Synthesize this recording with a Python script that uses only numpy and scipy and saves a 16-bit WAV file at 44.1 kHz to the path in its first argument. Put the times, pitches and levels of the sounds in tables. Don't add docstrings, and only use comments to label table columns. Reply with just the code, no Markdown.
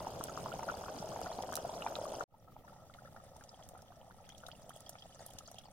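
import sys
import numpy as np
from scipy import signal
from scipy.fft import rfft, irfft
from scipy.io import wavfile
from scipy.ndimage import uniform_filter1d

SR = 44100
rng = np.random.default_rng(int(sys.argv[2]) if len(sys.argv) > 2 else 0)


def master(y):
    cut = np.clip(np.atleast_2d(y).T, -1, 1)
    pcm = np.round(cut * 32767)
    wavfile.write(sys.argv[1], SR, pcm.astype(np.int16))


N = 252252
TIME = np.arange(N) / SR
NEAR_END, FAR_START, FADE_S = 2.2405, 2.277, 0.14
TRICKLE_FROM = 4.22
LINGER, LINGER_S = 0.035, 0.0064
ROUNDING = 0.039


def amp(db):
    return 10 ** (np.asarray(db) / 20)


def unit(x):
    return x / np.sqrt(np.mean(x ** 2) + 1e-20)


def read(points, hz):
    f, value = np.transpose(points)
    return np.interp(np.log(hz + 1), np.log(f + 1), value)


def colour(x, points):
    size = x.shape[-1]
    gain = amp(read(points, np.fft.rfftfreq(size, 1 / SR)))
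    return irfft(rfft(x) * gain, size)


def add(mix, s, sound):
    part = mix[:, max(round(s * SR), 0):][:, :sound.shape[1]]
    part += sound[:, :part.shape[1]]


def wander(size):
    smooth = uniform_filter1d(rng.standard_normal(N), size)
    return unit(uniform_filter1d(smooth, size // 2))


def scatter(x, wet_db, t60, width, size=5000):
    t = np.arange(size) / SR
    sparse = (rng.random((3, size)) < 0.04) * (t > 0.002)
    taps = rng.standard_normal((3, size)) * sparse * amp(-60 * t / t60)
    taps = taps[0] + width * taps[1:]
    taps /= np.linalg.norm(taps, axis=1, keepdims=True)
    echoes = signal.oaconvolve(x.mean(0)[None], taps, axes=1)[:, :N]
    return x + amp(wet_db) * echoes


def ring(hz, decay, glide, lag, side_db, swell=0.52, linger=0, size=1500):
    t = np.arange(size) / SR
    t = np.maximum(t - np.maximum([[lag], [-lag]], 0), 0)
    dying = np.exp(-t / max(decay, 1e-5)) + linger * np.exp(-t / LINGER_S)
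    shape = (1 - np.exp(-t * hz / swell)) ** 2 * dying
    wave = np.sin(2 * np.pi * hz * t * (1 + glide * t))
    return amp([[side_db / 2], [-side_db / 2]]) * wave * shape / shape.max()


def bubbles(rows, glide, spread_s, side_db, swell=0.098, linger=0, wide_hz=1300):
    out = np.zeros((2, N))
    draws = rng.standard_normal((len(rows), 3))
    for (s, db, hz, decay, *place), (a, b, c) in zip(rows, draws):
        width = min(hz / wide_hz, 1) ** 2
        side = place[0] if place else side_db * width * c
        slow_swell = swell + ROUNDING * decay * hz
        sound = ring(hz, decay, glide * (1 + a / 2), spread_s * width * b, side, slow_swell, linger)
        add(out, s, amp(db) * sound)
    return out


def swarm(per_s, low_hz, high_hz, cycles, scatter_db, spread_s, side_db, count=120):
    out = np.zeros((2, N))
    for hz in np.geomspace(low_hz, high_hz, count):
        a, b, c = rng.standard_normal(3)
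        small = hz / high_hz
        decay = cycles * np.exp(a / 3) / hz
        grain = small * ring(hz, decay, 6.0, spread_s * small * b, side_db * small * c, size=900)
        when, strength, chance = rng.random(size=(3, 200))
        live = chance < per_s * TIME[-1] / count / len(chance)
        gains = amp(-scatter_db * np.log(strength[live] + 0.011))
        for s, gain in zip(when[live] * TIME[-1], gains):
            add(out, s, gain * grain)
    return out


def moments(start, end, per_s, count=120):
    s = start + (np.arange(count) + rng.random(count)) / per_s
    draws = np.clip(rng.standard_normal((count, 3)), -2, 2)
    return s[s < end], *draws[s < end].T


def bubbling(start, end, per_s, db, scatter_db, hz, octaves, cycles, ring_scatter=0.54):
    s, loud, pitch, length = moments(start, end, per_s)
    hz, longer = hz * 2 ** (octaves * pitch), np.exp(ring_scatter * length)
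    level = db + scatter_db * loud - 10 * np.log10(longer)
    return np.transpose([s, level, hz, longer * cycles / hz])


def droplets(rows, below_db, after_s, higher, scatter_octaves, cycles, count):
    s, db, hz = np.repeat(np.array(rows)[:, :3], count, axis=0).T
    delay, pitch, strength = rng.standard_normal((len(s), 3)).T
    hz = np.minimum(hz * higher * 2 ** (scatter_octaves * pitch), SR / 3)
    return np.transpose([s + after_s * abs(delay), db + below_db + 2 * strength, hz, cycles / hz])


# frequency in Hz, left-right correlation (0 to 1).
SAME = [(20, 0.15), (100, 0.98), (700, 0.77), (1400, 0.023), (2500, 0), (16000, 0)]


def flames(spectrum, flutter_db):
    a, b = rfft(rng.standard_normal((2, N)))
    same = np.clip(read(SAME, np.fft.rfftfreq(N, 1 / SR)), -1, 1)
    right = same * a + np.sqrt(1 - same ** 2) * b
    noise = irfft(np.array([a, right]), N)
    return colour(noise, spectrum) * amp(flutter_db * wander(size=1200))


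def boil(curve, churn, fizz, fire, churn_db, fizz_db, fire_db):
    s, *levels = np.transpose(curve)
    layers = zip((churn, fizz, fire), levels, (churn_db, fizz_db, fire_db))
    return sum(unit(sound) * amp(np.interp(TIME, s, level) + db) for sound, level, db in layers)


# time in seconds, then churning, fizz and flames in dB before trims.
BOIL_NEAR = [(0.0, -50.5, -69, -56.5), (0.35, -50.5, -67, -57), (1.5, -49.5, -67.5, -59),
             (2.2, -47.5, -67.5, -60)]
# frequency in Hz, gain in dB.
CHURN_NEAR = [(150, -11.5), (300, -15), (450, -12), (640, -2.5), (820, -7.5), (1050, -17.5), (1400, -18.5),
              (1700, -28), (2100, -48.5), (3000, -45.5)]
# frequency in Hz, gain in dB.
FIZZ_NEAR = [(1000, 14), (2100, -15.5), (3100, -3.5), (3900, -9), (5200, -1), (6600, -2.5), (7800, -8.5),
             (9200, -6.5), (10500, -14.5), (12200, -18), (14000, -13.5), (16000, -19)]
# frequency in Hz, gain in dB.
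FLAME_NEAR = [(15, -11), (35, -0.5), (60, -1), (100, 3.5), (180, 1.5), (300, -4.5), (500, 0.5),
              (1000, -12.5), (2000, -22.5), (5000, -26.5), (9000, -31), (16000, -31)]


def near_pot():
    churn = swarm(per_s=1100, low_hz=220, high_hz=2200, cycles=1.3, scatter_db=1.8, spread_s=0.0003, side_db=3)
    fizz = swarm(per_s=2700, low_hz=1900, high_hz=14500, cycles=3.8, scatter_db=3.6,
                 spread_s=0.00026, side_db=8)
    fizz = scatter(colour(fizz, FIZZ_NEAR), wet_db=-8.0, t60=0.0097, width=2.1)
    fizz = fizz * amp(1.3 * wander(size=1100))
    fire = flames(FLAME_NEAR, flutter_db=1.6)
    return boil(BOIL_NEAR, colour(churn, CHURN_NEAR), fizz, fire, churn_db=1.0, fizz_db=11.0, fire_db=6.5)


# start in seconds, level in dB before the pot colours it,
# starting pitch in Hz, decay time in seconds, left-right difference in dB.
BUBBLES = [(0.0041, -34.5, 1010, 0.0012, 1), (0.0475, -36, 910, .0005, 4), (0.0689, -29, 830, 0.0021, -2),
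           (0.21, -29.5, 1150, 0.00087, 1), (0.2845, -36, 1460, .002, -4), (0.2945, -40.5, 1300, .005, -3),
           (0.375, -29, 1165, 0.0012, 3), (0.4594, -28.5, 984, 0.00095, -5.5),
           (0.4845, -39, 1060, 0.0011, 5), (0.5173, -38, 1350, 0.006, -5), (0.5386, -34, 686, 0.0024, 1),
           (0.592, -32, 806, 0.0018, 1), (0.6293, -29.5, 880, 0.00042, -2), (0.6807, -32.5, 670, 0.0011, 1),
           (0.6875, -31.5, 1320, .0038, 9), (0.6976, -28, 1270, .0035, -2), (0.7183, -38, 1000, 0.0023, -2),
           (0.7398, -38, 790, 0.0029, 3), (0.741, -46, 1270, .002, 1), (0.8102, -39, 790, 0.0027, 1),
           (0.838, -34, 1060, 0.00081, 1), (0.861, -39, 1240, 0.0022, 0), (0.8833, -30.5, 1054, 0.00039, 3),
           (0.9016, -35.5, 574, 0.0019, -1), (0.9591, -42, 550, 0.0012, 6), (1.0265, -36, 770, 0.0016, 0),
           (1.0436, -35.5, 600, 0.0044, 1), (1.1199, -41, 1050, 0.0017, 13), (1.161, -30, 830, 0.00083, 2),
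           (1.191, -34.5, 700, 0.0025, 0), (1.2145, -34, 650, 0.0023, 0), (1.216, -40, 1270, .0015, 8),
           (1.2421, -39, 730, 0.0021, 2), (1.261, -36.5, 1320, 0.003, -1), (1.2662, -32.5, 653, 0.0041, 0),
           (1.2997, -37.5, 623, 0.0047, 1), (1.3156, -33, 870, 0.00083, 1), (1.3888, -27.5, 710, 0.0007, 2),
           (1.436, -30.5, 720, 0.0009, 1), (1.491, -35, 1020, 0.00056, 1.5),
           (1.5235, -31.5, 1100, 0.00042, 10), (1.535, -32.5, 1600, 0.0008, -12),
           (1.5733, -31.5, 1280, 0.0015, -8), (1.5858, -35, 533, 0.0023, 3), (1.6487, -32, 677, 0.0059, 1),
           (1.6618, -41, 690, 0.0025, -1), (1.6933, -35.5, 830, 0.002, 0), (1.735, -38, 910, 0.0007, 7),
           (1.7632, -39, 637, 0.0049, 2), (1.8052, -41, 1350, 0.0018, 3), (1.8211, -36, 1250, 0.0022, -1.5),
           (1.8431, -37.5, 780, 0.0038, 2), (1.8638, -25, 902, 0.0014, 2),
           (1.8748, -35, 1460, 0.00077, -11), (1.9208, -37, 610, 0.0023, 2), (1.9225, -40, 1190, 0.0015, 0),
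           (1.9645, -38.5, 1220, 0.00077, 11), (1.9875, -32, 585, 0.0021, 1),
           (2.0135, -36, 563, 0.0038, -1), (2.0543, -39.5, 1100, 0.0035, 11), (2.0808, -38, 555, 0.0023, 2),
           (2.0997, -41, 644, 0.0025, 3), (2.1187, -33, 570, 0.0031, 0), (2.1366, -36.5, 874, 0.0019, 4),
           (2.1452, -42, 646, .0025, -4), (2.1845, -38, 603, 0.00096, 1), (2.2083, -27, 1330, 0.0012, 9),
           (2.2229, -36.5, 690, 0.0019, -2.5), (2.3405, -53.5, 803, 0.0061, 3),
           (2.4812, -54, 1230, .003, 1), (2.483, -53, 724, 0.0033, 0), (2.5643, -42.5, 800, 0.002, 0),
           (2.6475, -52, 900, .003, 0), (2.678, -47, 1660, .003, 5), (2.6805, -49.5, 1300, 0.0028, 1),
           (2.696, -52, 1210, .003, 4), (2.729, -49, 860, .002, 0), (2.733, -57, 1300, 0.0031, -2),
           (2.7624, -50, 750, 0.0025, -3), (2.898, -48.5, 1270, 0.0024, 3), (2.9472, -49, 1210, 0.0012, 1),
           (2.9485, -51, 690, 0.0016, 0), (2.9862, -46.5, 1310, .0045, 3), (3.0208, -46, 720, 0.0016, -2),
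           (3.0495, -53, 1280, .003, 0), (3.0568, -44.5, 1700, .003, 6), (3.0743, -51, 1310, 0.0028, 4),
           (3.0835, -50.5, 550, .0025, 0), (3.1622, -48.5, 646, .002, 0), (3.163, -45, 1290, 0.002, 0),
           (3.164, -51, 1780, .0025, 3), (3.172, -51, 1760, .003, 6), (3.181, -51, 690, .0025, 0),
           (3.1997, -50, 1195, 0.004, 6), (3.3616, -48, 820, 0.003, -1), (3.4097, -46.5, 1580, 0.0018, 3),
           (3.4225, -51, 1290, 0.0027, -2), (3.537, -49, 580, 0.002, 2), (3.5924, -47, 990, 0.00063, -2),
           (3.598, -51, 730, 0.0021, 2), (3.611, -51, 570, 0.004, 4), (3.664, -53, 730, .0025, 0),
           (3.685, -57, 604, .0025, 0), (3.7346, -46.5, 576, 0.0023, 2), (3.7498, -43.5, 733, 0.0012, -1),
           (3.7535, -50.5, 1290, .0025, 2), (3.773, -51, 1240, 0.0026, 0), (3.7907, -50, 1370, 0.0012, 0),
           (3.8263, -48.5, 714, 0.0013, -2), (3.9039, -50, 673, 0.0061, -1),
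           (3.9214, -47, 1130, 0.00088, 0), (3.9704, -51, 580, 0.0039, 1), (4.014, -54, 860, .0025, 0),
           (4.0285, -57, 775, .0025, 0), (4.079, -52, 640, .003, -4), (4.0995, -52, 890, .002, 0),
           (4.1096, -41.5, 1360, 0.00052, -1), (4.2025, -52, 780, 0.0027, 0), (4.2895, -49, 1550, .0015, 0),
           (4.2947, -50, 616, 0.0017, 0), (4.323, -55, 860, .0025, 0), (4.4335, -53, 600, .0025, 0),
           (4.4357, -41, 1330, 0.0018, 1), (4.4534, -50.5, 636, 0.0023, -1), (4.4832, -44.5, 670, .003, 0),
           (4.4874, -40, 1350, 0.0012, -1), (4.532, -47, 614, 0.0012, -2), (4.5945, -50, 630, 0.0019, 0),
           (4.6423, -48.5, 590, 0.003, -1), (4.664, -50, 645, 0.0019, 0), (4.6917, -44, 650, 0.0012, -1),
           (4.7057, -41.5, 1260, 0.0013, 2), (4.7617, -44.5, 600, 0.0023, 0), (4.8679, -49, 696, 0.001, -1),
           (4.8929, -46, 627, 0.0026, -1), (4.8935, -50, 1300, .0015, 2), (4.9535, -47.5, 610, 0.0028, -1),
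           (4.9538, -43, 1280, 0.0011, 1), (5.027, -54, 730, .0025, -2), (5.0562, -47, 670, 0.002, 0),
           (5.2057, -42.5, 644, 0.0014, -1), (5.219, -49, 600, .0025, 0), (5.263, -47.5, 616, 0.0013, 0),
           (5.2905, -51, 830, 0.0023, 0), (5.335, -53, 596, .002, 0), (5.3635, -57, 1420, .0025, 0),
           (5.4072, -48, 1260, .004, 0), (5.4342, -52, 610, 0.0023, -1), (5.4795, -49.5, 636, 0.0027, 0),
           (5.481, -48, 1300, 0.003, 2), (5.514, -45.5, 646, 0.0014, 0), (5.5436, -46, 653, 0.0012, -1),
           (5.5854, -48.5, 666, 0.0034, -3), (5.6548, -47.5, 770, 0.002, -1),
           (5.6836, -47.5, 755, 0.0024, -2)]


def rolling():
    close, wide = (0, NEAR_END), (FAR_START + 1.2 * FADE_S, N / SR)
    big, small = dict(hz=700, octaves=0.14, cycles=1.3), dict(hz=1300, octaves=0.14, cycles=3)
    rows = np.vstack([bubbling(*close, per_s=13, db=-45, scatter_db=1.3, **big),
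                      bubbling(*close, per_s=3, db=-47, scatter_db=1, **small),
                      bubbling(*wide, per_s=8, db=-57.5, scatter_db=1.3, **big),
                      bubbling(*wide, per_s=3, db=-59, scatter_db=1.2, **small)])
    apart = abs(rows[:, :1] - np.array(BUBBLES)[:, 0]).min(axis=1)
    return rows[apart > 0.017]


# frequency in Hz, gain in dB.
POT = [(150, -14), (400, -3), (660, 2), (850, 1), (1050, -1), (1350, -0.5), (1650, -3.5), (2100, -10),
       (4000, -3)]


def bursts():
    ordinary = rolling()
    parents = np.vstack([np.array(BUBBLES)[:, :4], ordinary])
    small = droplets(parents, below_db=-16, after_s=0.008, higher=1.1, scatter_octaves=0.35, cycles=3, count=2)
    blips = bubbles(BUBBLES, glide=5.5, spread_s=0.00018, side_db=0, swell=0.46, linger=LINGER)
    blips += bubbles(ordinary, glide=11, spread_s=0.00019, side_db=4.0, swell=0.7)
    blips += bubbles(small, glide=25.8, spread_s=0.0003, side_db=11.0, swell=0.62)
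    film = droplets(BUBBLES, below_db=-21, after_s=0.004, higher=2.5, scatter_octaves=0.35, cycles=3, count=2)
    flicks = bubbles(film, glide=8, spread_s=0.0002, side_db=5)
    return scatter(colour(blips, POT) + flicks, wet_db=-14, t60=0.07, width=0.5)


# start in seconds, level in dB before a trim,
# starting pitch in Hz, decay time in seconds.
THUDS = [(0.2036, -23, 269, 0.00091), (0.564, -27, 169, 0.0011), (0.9469, -35, 274, 0.022),
         (1.0006, -29.5, 173, 0.0083), (1.3856, -29, 255, 0.0039), (5.3498, -34.5, 125, 0.0021)]


def thuds():
    return amp(-10.0) * bubbles(THUDS, glide=1, spread_s=0, side_db=-2)


# frequency in Hz, gain in dB.
CRACK_COLOUR = [(500, 4), (2000, -6), (3200, 9.5), (4300, -1), (5900, 7), (7600, 0), (9200, 6.5),
                (11000, -1), (12500, 3), (16000, 3.5)]


def noise_cracks(rows, rise, tail_db, tail_s, rough_db, octaves, apart, size=2048):
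    out, t = np.zeros((2, N)), np.arange(size) / SR
    f = np.fft.rfftfreq(size, 1 / SR) + 1
    for s, db, hz, decay, side_db in rows:
        decay = max(decay, 1e-4)
        dying = np.exp(-t / decay) + amp(tail_db) * np.exp(-t / tail_s)
        shape = (1 - np.exp(-t / (rise * decay))) * dying
        spurts = amp(rough_db * unit(uniform_filter1d(rng.standard_normal(size), size=40)))
        band = 1 / (1 + (np.log2(f / hz) / octaves) ** 2)
        noise = rng.standard_normal(size) + apart * rng.standard_normal((2, size))
        noise = colour(irfft(rfft(noise) * band), CRACK_COLOUR)
        crack = unit(noise * shape * spurts) * np.sqrt(np.mean(shape ** 2)) / shape.max()
        add(out, s, crack * amp(db + np.array([[side_db], [-side_db]]) / 2))
    return out


# start in seconds, level in dB before a trim,
# centre frequency in Hz, decay time in seconds, left-right difference in dB.
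CRACKS = [(0.2388, -25, 8000, 0.00068, 0), (1.215, -36, 6670, 0.00056, -4),
          (1.424, -29.5, 4200, 0.00021, -1), (1.5273, -33.5, 6800, 0.0004, -1),
          (1.5402, -34, 5550, 0.00061, 0), (1.5551, -22, 8950, 0.00067, 0),
          (1.5673, -25, 7900, 0.00049, -2), (2.9394, -47, 3380, 0.00085, -3),
          (3.3648, -49, 6600, .0015, -1), (3.4375, -47.5, 5770, 0.0017, 4), (3.635, -49.5, 5240, 0.0014, 0),
          (3.689, -40.5, 9000, 0.00094, -4), (3.82, -49, 5900, 0.0012, 3), (4.2905, -45, 5600, 0.0018, -4),
          (4.38, -46.5, 5800, 0.0015, -6), (4.403, -65, 7000, 0.00092, 2), (4.464, -45.5, 5040, 0.0027, -3),
          (4.483, -48, 8600, 0.0021, 1), (4.694, -47, 8700, 0.0014, -13), (4.7616, -47, 8940, 0.0016, -2),
          (4.772, -52, 8000, 0.00092, -8), (4.805, -43, 7800, 0.0012, -4), (4.8927, -35, 8160, 0.0015, -3),
          (5.263, -35, 11000, 0.0011, -2), (5.303, -50, 8050, 0.0027, 2), (5.335, -46.5, 6860, 0.0011, 2),
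          (5.386, -35.5, 5200, 0.0016, 0), (5.515, -41.5, 9000, 0.00054, -4),
          (5.585, -46, 5530, 0.0033, -1)]


def cracks_and_spatter():
    cracks = amp(-5.5) * noise_cracks(CRACKS, rise=0.53, tail_db=-22.0, tail_s=0.003, rough_db=2.5,
                                      octaves=0.69, apart=2.9)
    add(cracks, 0.0032, amp(-11) * cracks * (TIME > FAR_START))
    sputter = droplets(CRACKS, below_db=-23, after_s=0.013, higher=0.855, scatter_octaves=0.51,
                       cycles=2.2, count=4)
    return cracks + bubbles(sputter, glide=3, spread_s=0.0001, side_db=4, swell=0.7)


# start in seconds, level in dB before a trim,
# starting pitch in Hz, decay time in seconds.
PLINKS = [(0.2978, -50, 6600, .0012), (0.4845, -61, 2850, .0015), (0.5266, -46.5, 2940, 0.0011),
          (0.634, -56, 2780, 0.0014), (0.703, -55, 2830, 0.0012), (1.3271, -50.5, 4120, 0.0013),
          (1.5548, -43, 3960, 0.0011), (1.599, -58, 3260, .0015), (1.697, -56, 3280, .002),
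          (1.8215, -42, 2840, 0.0017), (1.8645, -49, 2370, .003), (1.9545, -35, 3800, 0.00027),
          (2.1967, -48, 6630, 0.0013), (2.9375, -62.5, 2070, 0.0021), (3.4924, -48, 5330, 0.00091),
          (3.5437, -59.5, 3200, 0.0025), (3.6257, -57.5, 3230, 0.0014), (3.8825, -62, 3300, .0015),
          (4.0135, -61, 3010, .0012), (4.3011, -57, 3140, 0.0044), (4.3215, -57, 3370, 0.0022),
          (4.3489, -59, 3280, 0.0022), (4.4653, -49.5, 3730, 0.002), (4.5152, -48.5, 3100, 0.0013),
          (4.6936, -58.5, 3080, 0.0035), (4.7339, -60, 3320, 0.0016), (4.7563, -58, 3250, 0.0031),
          (4.8636, -55, 3240, 0.0032), (4.9541, -57, 2320, 0.0013), (4.9846, -57, 3190, .002),
          (5.022, -51.5, 3220, 0.003), (5.0625, -64, 2750, 0.0016), (5.124, -59, 3100, .002),
          (5.2265, -67, 1930, .0025), (5.2837, -70, 3060, .002), (5.3845, -57.5, 3200, 0.0016),
          (5.561, -63, 2750, .002), (5.5837, -48, 3160, 0.0023)]
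# start in seconds, typical level of a drop in dB,
# centre pitch in Hz.
SPLASHES = [(3.49, -62, 6500), (4.238, -68, 2600), (4.288, -62, 2550), (4.513, -57.5, 5560),
            (4.62, -61.5, 5230), (4.753, -62, 7500), (4.86, -58, 5200), (4.924, -59.5, 6070),
            (4.983, -54, 5300), (5.02, -65, 5250), (5.058, -63, 8500), (5.102, -65, 6470),
            (5.143, -55.5, 6500), (5.163, -69, 5560), (5.191, -55, 5700), (5.205, -56, 8000),
            (5.253, -62, 5500), (5.283, -66, 5500), (5.319, -62, 8000), (5.458, -55, 4840),
            (5.475, -51, 6900), (5.528, -60, 5300), (5.543, -56, 6050), (5.56, -68, 3400),
            (5.585, -61, 4760), (5.618, -77, 4550), (5.651, -60, 5200)]


def falling_drops():
    trickle = bubbling(TRICKLE_FROM, N / SR, per_s=10, db=-65, scatter_db=1.5, hz=3250, octaves=0.12, cycles=8.1)
    drops = np.vstack([PLINKS, trickle])
    plinks = amp(6.0) * bubbles(drops, glide=2.3, spread_s=0.00005, side_db=5.5, swell=0.5, linger=LINGER)
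    splash = droplets(SPLASHES, below_db=0, after_s=0.008, higher=1, scatter_octaves=0.36, cycles=5.5, count=8)
    spray = droplets(drops, below_db=-10, after_s=0.006, higher=1.1, scatter_octaves=0.4, cycles=4, count=4)
    patter = bubbling(TRICKLE_FROM, N / SR, per_s=42, db=-68, scatter_db=2, hz=4200, octaves=0.42, cycles=6)
    fine = bubbles(np.vstack([splash, spray, patter]), glide=3, spread_s=0.0001, side_db=4, swell=0.7)
    return plinks + fine


# time in seconds, then churning, fizz and flames in dB before trims.
BOIL_FAR = [(2.45, -67.5, -88, -67.5), (2.62, -65, -89, -62.5), (2.69, -63.5, -75.5, -65),
            (3.59, -63.5, -71.5, -67.5), (4.08, -64, -76.5, -66), (5.3, -65, -68, -67),
            (5.68, -67.5, -76.5, -66)]
# frequency in Hz, gain in dB.
CHURN_FAR = [(150, 1), (400, -19), (520, 4), (660, 3), (830, 2.5), (1030, -17), (1320, -1.5), (1600, -34),
             (1900, -13), (2300, -38), (3000, -70)]
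# frequency in Hz, gain in dB.
FIZZ_FAR = [(1000, 21.5), (2100, -6.5), (3200, -0.5), (4200, -4.5), (5600, 2), (7500, -2), (9200, -2.5),
            (11000, -5), (16000, -25)]
# frequency in Hz, gain in dB.
FLAME_FAR = [(15, 6), (35, 1.5), (60, 1), (120, 4.5), (200, 0.5), (330, -9.5), (600, -10.5), (1000, -36),
             (2000, -26), (5000, -30.5), (9000, -35.5), (12000, -31.5), (14000, -26.5), (16000, -28)]


def far_pot():
    churn = swarm(per_s=630, low_hz=285, high_hz=2290, cycles=1.2, scatter_db=3.2, spread_s=0.00018, side_db=1.5)
    fizz = swarm(per_s=2400, low_hz=1600, high_hz=11000, cycles=2.2, scatter_db=2.8, spread_s=0.0001, side_db=5)
    fizz = scatter(colour(fizz, FIZZ_FAR), wet_db=6.5, t60=0.016, width=0.45)
    fizz = fizz * amp(1.5 * wander(size=900))
    fire = flames(FLAME_FAR, flutter_db=1.5)
    return boil(BOIL_FAR, colour(churn, CHURN_FAR), fizz, fire, churn_db=1.0, fizz_db=3.0, fire_db=5.0)


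# time in seconds, level in dB.
POUR = [(3.3, -79.5), (4.15, -76.5), (4.3, -68.5), (4.55, -74), (4.75, -69.5), (5.1, -82), (5.72, -70)]
# frequency in Hz, gain in dB.
SPATTER = [(800, -27), (1300, 5), (1900, -3), (2500, -3), (3250, 8), (4100, -2), (5800, 6), (7500, -1),
           (9200, 3), (12000, -2)]


def pour():
    drops = swarm(per_s=600, low_hz=1000, high_hz=10500, cycles=4, scatter_db=4.2,
                  spread_s=0.00018, side_db=7, count=60)
    clumps = colour(drops, SPATTER) * amp(2.3 * wander(size=700))
    spatter = scatter(clumps, wet_db=-1, t60=0.041, width=3.6)
    return unit(spatter) * amp(np.interp(TIME, *np.transpose(POUR)))


def from_left(x, lag_s):
    delay = np.exp(-2j * np.pi * np.fft.rfftfreq(N, 1 / SR) * lag_s)
    return np.array([x[0], irfft(rfft(x[1]) * delay, N)])


def scene():
    crackle = scatter(cracks_and_spatter() + falling_drops(), wet_db=-9, t60=0.05, width=4)
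    events = bursts() + crackle + thuds()
    near = np.clip((NEAR_END - TIME) / 0.002, 0, 1)
    fade = np.clip(0.029 + (TIME - FAR_START) / FADE_S, 0, 1)
    wide = (TIME > FAR_START) * (fade * (far_pot() + pour()) + events)
    return near * (near_pot() + events) + from_left(wide, lag_s=0.000075)


# frequency in Hz, left-right difference in dB.
PORTS = [(100, -1), (350, -0.5), (600, 1), (900, 0), (1300, 1), (1900, 0.5), (2500, -0.5), (3500, -1.5),
         (5500, 1), (8500, -0.5), (11000, -7), (12500, 8.5), (15000, 2)]


def record(dry):
    tilt = np.array(PORTS, float)
    ports = np.array([colour(dry[0], tilt * [1, 0.5]), colour(dry[1], tilt * [1, -0.5])])
    lowpass = signal.firwin(401, 16100, window=("kaiser", 8), fs=SR)
    return signal.oaconvolve(ports, lowpass[None], "same")


dry = scene()
out = record(dry)
master(out)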